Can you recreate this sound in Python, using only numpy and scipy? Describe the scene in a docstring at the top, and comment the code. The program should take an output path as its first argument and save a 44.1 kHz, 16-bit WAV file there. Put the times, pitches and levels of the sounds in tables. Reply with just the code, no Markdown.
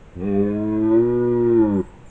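"""One long, hoarse roar of a red deer stag fills a forest clearing. His vocal folds are the source and
his throat is the filter: he pulls his larynx down as he calls, so the resonances of the lengthening
throat slide down through the harmonics of the voice. The trees answer faintly, a small bird calls
far off as the roar ends, and the air rumbles and hisses softly throughout."""
import sys
import numpy as np
from scipy import signal
from scipy.fft import rfft, irfft, next_fast_len
from scipy.io import wavfile
from scipy.ndimage import map_coordinates

SR = 44100
rng = np.random.default_rng(int(sys.argv[2]) if len(sys.argv) > 2 else 0)


def master(y):
    """Save y as 16-bit WAV."""
    cut = np.clip(np.atleast_2d(y).T, -1, 1)
    pcm = np.round(cut * 32767)  # scale
    wavfile.write(sys.argv[1], SR, pcm.astype(np.int16))


N = 92610
TIME = np.arange(N) / SR


def amp(db):
    return 10 ** (np.asarray(db) / 20)


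def unit_rms(x):
    return x / np.sqrt(np.mean(x ** 2) + 1e-20)


def along(points, hz):
    """Interpolation of (Hz, value) points on a logarithmic frequency axis."""
    f, v = np.transpose(points)
    return np.interp(np.log(hz + 1), np.log(f + 1), v)


def curves(rows, t):
    """Linear interpolation of each column after the first at the times t."""
    times, *columns = np.transpose(rows)
    return [np.interp(t, times, column) for column in columns]


def wobble(rate, t):
    """A smooth random curve with rate knots a second."""
    return map_coordinates(rng.standard_normal(int(N * rate / SR) + 4), [t * rate], mode="nearest")


def filtered(x, response):
    """Linear filtering: the spectrum of x times a frequency response."""
    size = next_fast_len(N + 8192)
    return irfft(rfft(x, size) * response(np.fft.rfftfreq(size, 1 / SR)), size)[:N]


def minimum_phase(points, hz):
    """Complex causal gain of a (Hz, dB) spectrum, by folding its cepstrum."""
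    grid = np.fft.rfftfreq(4096, 1 / SR)
    cepstrum = irfft(np.log(amp(along(points, grid))))
    cepstrum[1:len(grid) - 1] *= 2
    cepstrum[len(grid):] = 0
    return np.exp(np.interp(hz, grid, rfft(cepstrum)))


# Spectrum of the still air. Each row: frequency in Hz, relative spectral density in dB.
AIR_SPECTRUM = [(20, -4.5), (27, -2), (50, -7), (80, -12.5), (150, -13.5), (200, -15.5), (264, -23),
                (495, -21), (670, -29.5), (820, -26), (1160, -32), (1570, -33), (2500, -36), (3300, -43),
                (4970, -55), (6500, -49), (8000, -46), (10400, -72)]
AIR_DB, RUMBLE_SWAY_DB, RUMBLE_BELOW_HZ = -42.5, 1, 120


def air():
    """Coloured noise: a steady faint hiss over a rumble whose amplitude is gently modulated."""
    noise = unit_rms(filtered(rng.standard_normal(N), lambda hz: amp(along(AIR_SPECTRUM, hz))))
    rumble = filtered(noise, lambda hz: hz < RUMBLE_BELOW_HZ)
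    hiss = noise - rumble
    return amp(AIR_DB) * (hiss + rumble * amp(RUMBLE_SWAY_DB * wobble(9, TIME)))


# Reverberation of the forest. Each row: frequency in Hz, time to fall 60 dB in seconds.
DECAY_TIMES = [(150, 0.87), (500, 0.87), (1000, .8), (4000, 0.59)]
# Echo of the roar, strongest in the treble. Each row: frequency in Hz, gain in dB.
ROAR_ECHO = [(100, -24.5), (200, -19.5), (400, -28.5), (650, -21.5), (950, -8), (2000, -4.5), (4000, -7.5)]
BIRD_ECHO_DB = -5


def forest_echo(roar, song):
    """Diffuse reverberation: the trees scatter sound, and each frequency decays at its own rate."""
    scattered = filtered(roar, lambda hz: amp(along(ROAR_ECHO, hz))) + amp(BIRD_ECHO_DB) * song
    hz, t, noise = signal.stft(rng.standard_normal(SR), SR, nperseg=256)
    decay = amp(-60 * t / along(DECAY_TIMES, hz)[:, None])
    tail = signal.istft(noise * decay, SR, nperseg=256)[1]
    return signal.fftconvolve(scattered, tail / np.linalg.norm(tail))[:N]


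# Bird notes. Each row: start and length in seconds, first and last pitch in Hz, level in dB.
BIRD_NOTES = [(1.718, .055, 7100, 7400, -64), (1.764, 0.057, 7420, 7530, -58),
              (1.822, 0.086, 7720, 7670, -62.5), (2.055, .04, 7100, 7650, -60.5),
              (2.086, .05, 6560, 7180, -55.5)]
WARBLE_HZ, WARBLE_DEPTH_HZ = 32, 80


def bird():
    """Frequency modulation: thin whistles, most of them rising, carry a quick warble."""
    song = np.zeros(N)
    for start, length, first, last, db in BIRD_NOTES:
        progress = np.clip((TIME - start) / length, 0, 1)
        warble = WARBLE_DEPTH_HZ * np.sin(2 * np.pi * WARBLE_HZ * (TIME - start))
        hz = first + (last - first) * progress + warble
        envelope = amp(db + 2.5 * wobble(120, TIME)) * np.sqrt(np.abs(np.sin(np.pi * progress)))
        song += envelope * np.sin(2 * np.pi * np.cumsum(hz) / SR)
    return song


# Spectrum of one pulse of the folds. 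Each row: frequency in Hz, relative level in dB.
PULSE_SPECTRUM = [(100.0, -29.5), (200.0, -30.5), (350.0, -30.5), (550.0, -48), (750.0, -56), (1100.0, -73),
                  (2000.0, -85), (3000.0, -92), (4000.0, -92.5)]
# Vocal effort. Each row: time in seconds, gain in dB, tilt about 300 Hz in dB per octave.
VOCAL_EFFORT = [(0.16, -12.5, -6), (0.22, -3.5, 0.6), (0.28, -1.8, 2.6), (0.35, -0.2, 1.7),
                (0.41, 1.3, 0.8), (0.48, -2, 2.2), (0.57, -2, 0.9), (0.7, -1.84, 1.5), (0.85, -0.7, 1.2),
                (0.95, -1.1, 3.4), (1.0, 1.3, 0.7), (1.05, 0.5, 1.04), (1.28, 1, 0.25), (1.52, 1.85, 1.55),
                (1.61, 0.1, 1.9), (1.67, -1, 1.51), (1.74, 0, 0.9), (1.8, -1.5, -0.6)]
# Throat shape. Each row: time in seconds, larynx height (1 raised, 0 down), mouth shape (0 neutral).
THROAT_SHAPE = [(0.16, 2.4, 0.29), (0.22, 0.94, 0.71), (0.28, 0.84, 0.45), (0.35, 0.77, 0.25),
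                (0.41, 0.74, -0.2), (0.48, 0.65, -1.3), (0.57, 0.46, 0.26), (0.7, 0.52, -0.056),
                (0.85, 0.2, 0.73), (0.95, 0.17, 0.19), (1.0, 0.12, 0.32), (1.05, 0.11, -0.13),
                (1.28, 0.08, -0.073), (1.52, 0.12, -0.34), (1.61, -0.0034, -0.033), (1.67, 0.01, 0.41),
                (1.74, 0.021, 0.61), (1.8, 0.04, -0.18)]
# Throat resonances. Each row: centre in Hz with the larynx raised, the same with it down,
# width in Hz, gain in dB, shift in Hz per unit of mouth shape.
RESONANCES = [(202.3, 195, 18.6, 12, 0), (741, 498.7, 31.7, 19.5, 93), (1107, 862, 20.5, 21, -22),
              (1213, 965.7, 36.4, 19.5, -15.5), (1696, 1152, 86, 15, -47), (1923, 1419, 41, 23, 5.5),
              (2453, 1830, 71, 23, 17.5), (2566, 2385, 37, 20.5, 0.5), (3500, 3330, 95, 17.5, 0)]
# Hollows between the resonances. Each row reads as above.
ANTIRESONANCES = [(627, 436, 46, -11.5, -54), (830, 560, 14, -12.5, 1), (986, 690, 246, -18, 2.5),
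                  (1360, 1100, 46, -5, -3.5), (2250, 2180, 200, -9.5, 1)]
# The strongest resonance follows its own path. Each row: time in seconds, centre in Hz.
MAIN_RESONANCE = [(.22, 479), (.28, 431), (.35, 421), (.41, 402), (.48, 372), (.7, 356.3), (.85, 344.3),
                  (.985, 344), (1.05, 333.4), (1.28, 332.7), (1.52, 327.5), (1.61, 329), (1.66, 340),
                  (1.74, 340.9), (1.8, 341)]
MAIN_WIDTH_HZ, MAIN_DB, VOICE_DB = 28.4, 17.5, 0.35


def throat(hz, t):
    """Tube resonance: formants fall as the throat lengthens, shaping a pulse spectrum tilted by effort."""
    height, mouth = curves(THROAT_SHAPE, t)
    effort_db, tilt = curves(VOCAL_EFFORT, t)
    octaves = np.log2(np.maximum(hz, 50) / 300)
    gain = minimum_phase(PULSE_SPECTRUM, hz) * amp(VOICE_DB + effort_db + tilt * octaves)
    sliding = [(down + (raised - down) * height + shift * mouth, width, db)
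               for raised, down, width, db, shift in [*RESONANCES, *ANTIRESONANCES]]
    sliding.append((curves(MAIN_RESONANCE, t)[0], MAIN_WIDTH_HZ, MAIN_DB))
    for centre, width, db in sliding:
        detune = centre ** 2 - hz ** 2
        gain = gain * (detune + 1j * hz * width * amp(db)) / (detune + 1j * hz * width)
    return gain


FLUTTER_DB, SCATTER_RAD, SCATTER_FULL_HZ = 2.5, 1.1, 910


def voice(pitch, phase, harmonics):
    """Harmonic series: nearly periodic pulses of the folds sound through the throat."""
    hop = 64  # samples between updates of the gains
    frames = TIME[::hop]
    hz = np.arange(1, harmonics + 1)[:, None] * pitch[::hop]
    # The upper harmonics flicker in level, and paths through the foliage blur their phases.
    depth = np.minimum(hz / SCATTER_FULL_HZ, 1) ** 2
    flutter = depth * np.array([wobble(16, frames) for _ in hz])
    blur = depth * np.array([wobble(3, frames) for _ in hz])
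    gains = throat(hz, frames) * amp(FLUTTER_DB * flutter) * np.exp(1j * SCATTER_RAD * blur)
    phasor, stack = np.exp(1j * phase), 0
    for gain in gains[::-1]:  # harmonics summed from the top down
        stack = (stack + np.interp(TIME, frames, gain)) * phasor
    return -stack.real


# Hoarseness. Each row: time in seconds, gain of the rasp in dB.
HOARSENESS = [(.16, -9.5), (.3, -12.5), (.6, -16.5), (.95, -14.5), (1.25, -20.5), (1.5, -17.5), (1.65, -13),
              (1.8, -1.5)]
# Colour of the rasp against the pulse. Each row: frequency in Hz, gain in dB.
RASP_SPECTRUM = [(100, -20.5), (400, -28), (800, -8.5), (1500, 2), (3000, 8), (4200, 4)]


def rasp(pitch, phase, harmonics):
    """Pitch-synchronous noise: one puff in each cycle of the folds, filtered by the throat."""
    puffs = unit_rms(rng.standard_normal(N) * (1 + np.cos(phase)) ** 4.5)
    puffs *= amp(curves(HOARSENESS, TIME)[0])
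    hz, frames, spectra = signal.stft(puffs, SR, nperseg=1024)
    hz = hz[:, None]
    colour = throat(hz, frames) * amp(along(RASP_SPECTRUM, hz)) * (hz < harmonics * pitch.max())
    per_harmonic = np.sqrt(SR / pitch) / 2  # puts the noise on the power scale of the harmonics
    return signal.istft(spectra * colour, SR, nperseg=1024)[1][:N] * per_harmonic


# Vibration of the vocal folds. Each row: time in seconds, fundamental frequency in Hz.
FOLD_PITCH = [(0.155, 89.9), (0.2, 87.1), (0.26, 102.6), (0.33, 98.87), (0.4, 100.7), (0.52, 103.3),
              (0.65, 107.2), (0.8, 108.5), (0.9, 110.7), (1.04, 119.2), (1.15, 121.2), (1.28, 120.4),
              (1.45, 118.7), (1.56, 115.3), (1.62, 108.7), (1.69, 103.4), (1.76, 97.57), (1.82, 87.8)]
START_S, ATTACK_S, STOP_S, FALL_20_DB_S = 0.152, 0.012, 1.808, 0.015
JITTER_FRACTION, SHIMMER_DB = 0.0025, 0.27


def stag(harmonics=38):
    """Source and filter: the folds drive voice and rasp, with jitter in pitch and shimmer in level."""
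    pitch = curves(FOLD_PITCH, TIME)[0] * (1 + JITTER_FRACTION * wobble(110, TIME))
    phase = 2 * np.pi * np.cumsum(pitch) / SR
    roar = voice(pitch, phase, harmonics) + rasp(pitch, phase, harmonics)
    attack = np.clip((TIME - START_S) / ATTACK_S, 0, 1)
    release = amp(-20 * np.maximum(TIME - STOP_S, 0) / FALL_20_DB_S)
    return roar * attack * release * amp(SHIMMER_DB * wobble(70, TIME))


def scene():
    """Superposition: the direct calls, their echo and the air add in one channel."""
    roar, song = stag(), bird()
    return (roar + song + forest_echo(roar, song) + air())[None]


# Roll-off of the treble and its mirror image. Each row: frequency in Hz, gain in dB.
TREBLE_ROLLOFF = [(7000, 0.5), (8000, -4.5), (8600, -8.5), (9300, -12), (10000, -31)]
LOW_RATE_HZ, BAND_LIMIT_HZ = 16000, 10000


def record(dry):
    """Spectral imaging: a low sampling rate mirrors the treble upward about half that rate."""
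    band = filtered(dry[0], lambda hz: hz < LOW_RATE_HZ / 2)
    mirrored = band * (1 + 2 * np.cos(2 * np.pi * LOW_RATE_HZ * TIME))
    return filtered(mirrored, lambda hz: amp(along(TREBLE_ROLLOFF, hz)) * (hz < BAND_LIMIT_HZ))[None]


dry = scene()
out = record(dry)
master(out)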